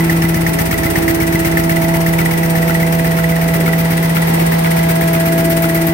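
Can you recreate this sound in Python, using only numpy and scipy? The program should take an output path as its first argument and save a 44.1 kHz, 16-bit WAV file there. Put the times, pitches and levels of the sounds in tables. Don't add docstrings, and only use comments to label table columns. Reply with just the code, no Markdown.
import sys
import numpy as np
from scipy import signal
from scipy.fft import rfft, irfft, next_fast_len
from scipy.io import wavfile

SR = 44100
rng = np.random.default_rng(int(sys.argv[2]) if len(sys.argv) > 2 else 0)


def generate_wav(sig):
    pcm = np.round(np.clip(np.atleast_2d(sig).T, -1, 1) * 32767).astype(np.int16)
    wavfile.write(sys.argv[1], SR, pcm)


N = 261513

BLOWER_HZ, SHEET_HZ = 165.45, 8.144
AIR_LAG_MS, RING_LAG_MS = 0.504, 0.39

# t/s, left/dB, right/dB, left lead/rad
PARTIAL_1 = [(0.0, -15, -14.5, 0.19), (0.45, -16.0, -18.5, 0.024), (0.9, -26, -26, -0.76),
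             (1.44, -22, -18, 0.18), (1.98, -17.5, -15, 0.35), (4.77, -15.5, -14.5, -0.052),
             (5.91, -17.5, -18.5, 0.15)]
PARTIAL_2 = [(0.0, -22.5, -19.5, 0.8), (0.45, -22, -27, -1), (0.72, -31, -23, -5), (1.08, -21, -15, -5.5),
             (1.71, -20, -24, -6), (3.33, -31.5, -32.5, -7.5), (3.78, -30, -34, -15), (4.23, -28, -34, -10),
             (4.5, -27.5, -48, -16), (4.95, -26, -35, -12), (5.91, -20, -18.5, -12.5)]
PARTIAL_3 = [(0.0, -34.5, -56, -4.5), (1.44, -50, -38, 1), (2.61, -30.5, -26, -1.3), (4.05, -32, -32, 1),
             (5.91, -29, -35, 3)]
PARTIAL_4 = [(0.0, -46, -28.5, 3), (0.629, -31, -23, 4.5), (1.26, -25.5, -24, 4.5), (1.62, -26, -21, 4),
             (1.8, -28, -18, 4.5), (1.98, -21.5, -22, 5.5), (2.43, -33, -23.5, 2), (2.52, -28, -21, 1.3),
             (3.35, -30.5, -21, 1), (4.23, -24.4, -29.6, -2.5), (4.32, -23.5, -20.5, -3),
             (5.49, -19, -18.5, -5.5), (5.91, -23, -25, -5.5)]
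# f/BLOWER_HZ, level/dB
WEAK_PARTIALS = [(2.5, -37.5), (4.5, -43.5), (5, -41), (6.6, -46.5), (8, -43), (12, -37), (16, -48)]
# t/ms, f/Hz, width/Hz, nearest/s, half-power time/s, level/dB for knives 1-4
KNIFE_BLOWS = [(96.5, 1850, 150, 0.8, 0.97, -10, -12, -16, -10),
               (99.1, 2240, 115, 4.1, 13, -24, -16, -19, -20),
               (115.8, 1450, 250, 3.6, 3.5, -21, -8, -30, -34),
               (113.8, 1950, 170, 4.6, 1.1, -17, -17, -26, -14),
               (127, 1990, 90, 1, 2.9, -19, -14, -13, -19)]
GRIPPER_BLOWS = [(48.56, 1950, 130, 3.1, 1.34, -12.5, -12.5, -6.5, -11.5),
                 (76, 1966, 120, 6.2, 3.8, -23, -30, -23, -22)]
# t/s, level/dB
HARD_HITS = [(0.0948, -9.5), (0.4643, -9.5), (0.587, -10), (0.9557, -7.5), (1.079, -8), (1.4476, -9),
             (1.5716, -7.5), (1.94, -10), (2.0632, -11), (2.4324, -14), (2.5545, -14), (3.046, -14),
             (3.5375, -14), (4.029, -14), (4.5201, -13), (5.011, -14)]
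# f/Hz, decay/ms
ANVIL_MODE_PAIR = [(1830, 5.5), (2030, 7)]
# t/s, level/dB
PLAY_CLACKS = [(0.223, -15), (0.7284, -14), (2.188, -12), (4.1674, -12), (4.399, -16), (4.6453, -13),
               (4.6584, -15), (5.1504, -16), (5.6427, -19)]
# t/ms, rise/ms, hold/ms, decay/ms, whistle f/Hz, width/Hz, level/dB
PORT_GUSTS = [(96.1, 2.45, 1.8, 4.9, 12800, 7000, -22), (99.7, 5.7, 25.6, 4, 17200, 4500, -21.5),
              (36.2, 8.6, 5, 11.5, 9200, 5100, -20.5)]
# f/Hz, level/dB
AIR_SPECTRUM = [(1000, 7), (1400, 13), (2400, 10.5), (3700, 2), (5500, 0), (9000, 0.5), (16000, -1.5)]
# t/s, level/dB
PORT_NEARNESS = [(0, -1.5), (0.9, 1.3), (3.4, -1.16), (5.93, 1.6)]
# t/ms, half length/ms, level/dB
PORT_PUFFS = [(121.95, 1.36, 1.5), (66.5, 1.72, -5), (100.55, 1.16, -8.5), (34.9, 3, -12)]
# nearest/s, half-power time/s, direct/dB, diffuse/dB
PUFF_PASSING = (0.94, 0.52, 2, -5.5)
# t/ms, decay/ms, f/Hz, width/Hz, nearest/s,
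# half-power time/s, level/dB
FLICKS_AND_JET = [(95, 9, 5900, 2400, 0.5, 0.79, -26), (95.3, 7, 12300, 1900, 5.77, 0.38, -22),
                  (127.7, 1.3, 13000, 4400, 1.1, 1.0, -28), (123.6, 3, 5900, 2500, 1.6, 1.0, -29),
                  (39.5, 6.4, 6100, 3500, 1.5, 0.72, -27.5)]
# f/Hz, width/Hz, level/dB
WEB_RUB = [(342, 310, -37), (866, 430, -35), (3500, 6200, -43)]
# t/s, half length/s, f/Hz, width/Hz, level/dB
WEB_SWELLS = [(1.007, 0.5, 275, 300, -28.5), (1.943, 0.09, 880, 260, -26.5), (2.288, 0.009, 890, 200, -21),
              (2.595, 0.46, 870, 277, -32), (3.64, 0.1, 328, 300, -23.5), (4.507, 0.69, 2980, 3000, -34),
              (4.5, 0.6, 910, 440, -30), (5.452, 0.15, 310, 260, -24.5)]
# f/Hz, level/dB
HALL_SPECTRUM = [(20, -21), (45, -11), (64, 1), (100, -5), (200, 1), (400, -1.5), (600, -9), (850, -4),
                 (1200, -10), (2000, -5), (3000, -16), (4500, -22), (9000, -26), (16000, -25)]
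# f/Hz, left-right correlation
DIFFUSE_CORRELATION = [(60, 0.74), (130, 1), (290, 0.66), (640, 0.46), (1150, -0.43), (3000, -0.2),
                       (15000, 0.082)]
# f/Hz, left/dB, right/dB
MIC_RESPONSE = [(298, 1, 1), (1500, -0.5, -0.25), (4040, -0.5, 0), (5460, 1, 2), (7240, -1.5, -3),
                (9030, 8, 1), (10940, 0.5, -6), (12860, 9.5, 5), (14000, 7.5, 1.5), (15700, 6, -2.5)]


def blower(wander=0.00047, flutter=0.00089, patchy_db=2.0):
    pitch_hz = BLOWER_HZ * (1 + wander * walk(1.926) + flutter * walk(20))
    angle = 2 * np.pi * np.cumsum(pitch_hz) / SR
    out = np.zeros((2, N))
    for k, table in enumerate((PARTIAL_1, PARTIAL_2, PARTIAL_3, PARTIAL_4), 1):
        at_s, *columns = np.transpose(table)
        left_db, right_db, lead_rad = (np.interp(seconds(), at_s, c) for c in columns)
        phase = k * angle + rng.uniform(0, 2 * np.pi)
        out += undb([left_db, right_db]) * np.sin([phase + lead_rad / 2, phase - lead_rad / 2])
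    for k, db in WEAK_PARTIALS:
        for channel in out:
            channel += undb(db + patchy_db * walk(1.8)) * np.sin(k * angle + 2 * walk(0.98))
    whine = passing(nearest_s=5.22, half_s=0.49, direct_db=-36.5, diffuse_db=-60) * np.sin(10 * angle)
    return np.sqrt(2) * (out + whine)


def knocks():
    knives = blows(KNIFE_BLOWS, scrape_db=-2.5, crack_db=-19, contact_ms=5.5, diffuse_db=-14,
                   drift_ms_per_s=0.45)
    grippers = blows(GRIPPER_BLOWS, scrape_db=4.5, crack_db=-11, contact_ms=4.4, diffuse_db=-18)
    light = undb(-2.7) * room(knives + grippers, t60_s=0.1, wet_db=-6)
    hard = room(anvil() + clatter(), t60_s=0.1, wet_db=-11)
    return light + hard


def blows(table, scrape_db, crack_db, contact_ms, diffuse_db, drift_ms_per_s=0, detune=0.014):
    rings, contact, ms = 0, 0, cycle_ms()
    touch = np.exp(-ms / contact_ms)
    for at_ms, hz, width_hz, nearest_s, half_s, *knife_db in table:
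        near = passing(nearest_s, half_s, 0, diffuse_db)
        each_sheet = dict(levels_db=knife_db, scatter_db=1.5, drift_ms_per_s=drift_ms_per_s)
        age = np.pi * width_hz * ms / 1000
        spread = age * np.exp(1 - age)
        envelope = strokes(at_ms, spread, jitter_ms=0.37, **each_sheet)
        phase = 2 * np.pi * np.cumsum(hz * (1 + detune * walk(60))) / SR
        lag_rad = 2 * np.pi * hz * RING_LAG_MS / 1000
        rings += near * envelope * np.sin([phase, phase - lag_rad])
        contact += near * strokes(at_ms, touch, jitter_ms=0.3, **each_sheet)
    scrape = undb(scrape_db) * resonance(1990, 1600) ** 2
    crack = undb(crack_db) * resonance(7600, 3200)
    return rings + shape(contact * rng.standard_normal((2, N)), scrape + crack)


def anvil(gain_db=-3.5, balance_db=3, detune=0.015):
    out = np.zeros((2, N + SR))
    ms = np.maximum(cycle_ms() - np.array([[0], [RING_LAG_MS]]), 0)
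    for at_s, db in HARD_HITS:
        modes = []
        for hz, decay_ms in ANVIL_MODE_PAIR:
            struck_hz = hz * (1 + detune * rng.standard_normal())
            modes.append(np.exp(-ms / decay_ms) * np.sin(2 * np.pi * struck_hz * ms / 1000))
        low, high = modes
        start = int(at_s * SR)
        out[:, start:start + ms.shape[1]] += undb(db) * (high - low)
    return out[:, :N] * undb(gain_db + np.array([[-balance_db], [balance_db]]) / 2)


def clatter(hz=2150, width_hz=1700, decay_ms=3.3, gain_db=-1):
    contact = np.zeros(N + SR)
    for at_s, db in PLAY_CLACKS:
        burst = undb(db) * np.exp(-cycle_ms() / decay_ms)
        start = int(at_s * SR)
        contact[start:start + len(burst)] += burst
    return undb(gain_db) * contact[:N] * diffuse(resonance(hz, width_hz) ** 3)


def suction_hiss(grain_db=1.5, whistle_db=-1.5, waver_db=1.5, gain_db=-4):
    air = rush(undb(spectrum(AIR_SPECTRUM)[0]), direct_share=0.095)
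    out = 0
    for at_ms, rise_ms, hold_ms, decay_ms, hz, width_hz, db in PORT_GUSTS:
        hiss = air * strokes(at_ms, gust(rise_ms, hold_ms, decay_ms), [db], jitter_ms=0.7, scatter_db=1.28)
        whistle = shape(hiss, resonance(hz, width_hz))
        out += hiss + whistle * undb(whistle_db + waver_db * walk(15))
    grain = unit(undb(grain_db * walk(1500)))
    return room(undb(gain_db) * out * grain, t60_s=0.2, wet_db=-7)


def suction_puffs(gain_db=-13, boom_hz=64, boom_width_hz=14, boom_db=-1, leak_hz=48, lead_ms=10):
    pressure = 0
    for at_ms, half_ms, db in PORT_PUFFS:
        offset = (cycle_ms() - lead_ms) / half_ms
        push_pull = -offset * np.exp((1 - offset ** 2) / 2)
        pressure += strokes(at_ms - lead_ms, push_pull, [db], jitter_ms=0.52)
    leak = 1 / np.sqrt(1 + (leak_hz / bins()) ** 4)
    boom = undb(boom_db) * resonance(boom_hz, boom_width_hz)
    return undb(gain_db) * shape(pressure, leak * (1 + boom))


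def flicks_and_jet(rise_ms=1.4, hold_ms=1.3, diffuse_db=-22):
    out = 0
    for at_ms, decay_ms, hz, width_hz, nearest_s, half_s, db in FLICKS_AND_JET:
        burst = strokes(at_ms, gust(rise_ms, hold_ms, decay_ms), [db], jitter_ms=0.43)
        crackle = unit(shape(rng.standard_normal((2, N)), resonance(hz, width_hz) ** 2))
        out += burst * crackle * passing(nearest_s, half_s, 0, diffuse_db)
    return out


def paper_web():
    out = 0
    for hz, width_hz, db in WEB_RUB:
        out += undb(db) * rush(resonance(hz, width_hz) ** 2, direct_share=0.075)
    for at_s, half_s, hz, width_hz, db in WEB_SWELLS:
        swell = np.exp(-((seconds() - at_s) / half_s) ** 2 / 2)
        out += undb(db) * swell * diffuse(resonance(hz, width_hz) ** 2)
    return out


def hall_roar(level_db=-22.5, waver_db=0.7):
    return diffuse(undb(spectrum(HALL_SPECTRUM)[0])) * undb(level_db + waver_db * walk(6))


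def strokes(at_ms, gesture, levels_db, jitter_ms, scatter_db=0, drift_ms_per_s=0):
    out = np.zeros(N + 2 * SR)
    for sheet in range(-1, int(N / SR * SHEET_HZ) + 1):
        late, strong = rng.standard_normal(2)
        sheet_s = sheet / SHEET_HZ
        offset_ms = at_ms + drift_ms_per_s * sheet_s + jitter_ms * late
        start = SR + int((sheet_s + offset_ms / 1000) * SR)
        db = levels_db[sheet % len(levels_db)] + scatter_db * strong
        out[start:start + len(gesture)] += gesture * undb(db)
    return out[SR:SR + N]


def gust(rise_ms, hold_ms, decay_ms):
    ms = cycle_ms()
    return np.minimum(ms / rise_ms, 1) * np.exp(-np.maximum(ms - rise_ms - hold_ms, 0) / decay_ms)


def passing(nearest_s, half_s, direct_db, diffuse_db):
    distance = np.hypot(1, (seconds() - nearest_s) / half_s)
    return np.hypot(undb(direct_db) / distance, undb(diffuse_db))


def rush(response, direct_share):
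    left = shape(rng.standard_normal(N), response)
    right = shape(left, np.exp(-2j * np.pi * bins() * AIR_LAG_MS / 1000))
    direct = unit(np.array([left, right]))
    return np.sqrt(direct_share) * direct + np.sqrt(1 - direct_share) * diffuse(response)


def diffuse(response):
    correlation = spectrum(DIFFUSE_CORRELATION)[0]
    mid = shape(rng.standard_normal(N), response * np.sqrt(1 + correlation))
    side = shape(rng.standard_normal(N), response * np.sqrt(1 - correlation))
    return unit(np.array([mid + side, mid - side]))


def room(x, t60_s, wet_db):
    t = np.arange(SR // 2) / SR
    tail = rng.standard_normal((2, len(t))) * np.exp(-np.log(1000) * t / t60_s)
    tail /= np.sqrt(np.sum(tail ** 2, axis=1, keepdims=True))
    return x + undb(wet_db) * signal.fftconvolve(np.atleast_2d(x), tail, axes=1)[:, :N]


def resonance(hz, width_hz):
    f = bins()
    return 1 / (1 + 1j * (f * f - hz * hz) / (f * width_hz))


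def spectrum(table):
    hz, *columns = np.transpose(table)
    return np.array([np.interp(np.log(bins()), np.log(hz), c) for c in columns])


def shape(x, response):
    size = next_fast_len(N + SR // 2, True)
    return irfft(rfft(x, size) * response, size)[..., :N]


def bins():
    size = next_fast_len(N + SR // 2, True)
    return np.maximum(np.arange(size // 2 + 1) * SR / size, 1)


def walk(rate_hz):
    knots = rng.standard_normal(int(N / SR * rate_hz) + 2)
    return np.interp(seconds() * rate_hz, np.arange(len(knots)), knots)


def cycle_ms():
    return np.arange(int(SR / SHEET_HZ)) / SR * 1000


def seconds():
    return np.arange(N) / SR


def undb(db):
    return 10 ** (np.asarray(db) / 20)


def unit(x):
    return x / np.sqrt(np.mean(x ** 2))


def scene():
    nearness_db = np.interp(seconds(), *np.transpose(PORT_NEARNESS))
    hiss = suction_hiss() * undb(nearness_db)
    puffs = suction_puffs() * passing(*PUFF_PASSING)
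    return blower() + knocks() + hiss + puffs + flicks_and_jet() + hall_roar() + paper_web()


def record(dry):
    coloured = shape(dry, undb(spectrum(MIC_RESPONSE)))
    top_hz = 15800
    return signal.sosfilt(signal.ellip(12, .1, 80, top_hz, fs=SR, output="sos"), coloured)


dry = scene()
out = record(dry)
generate_wav(out)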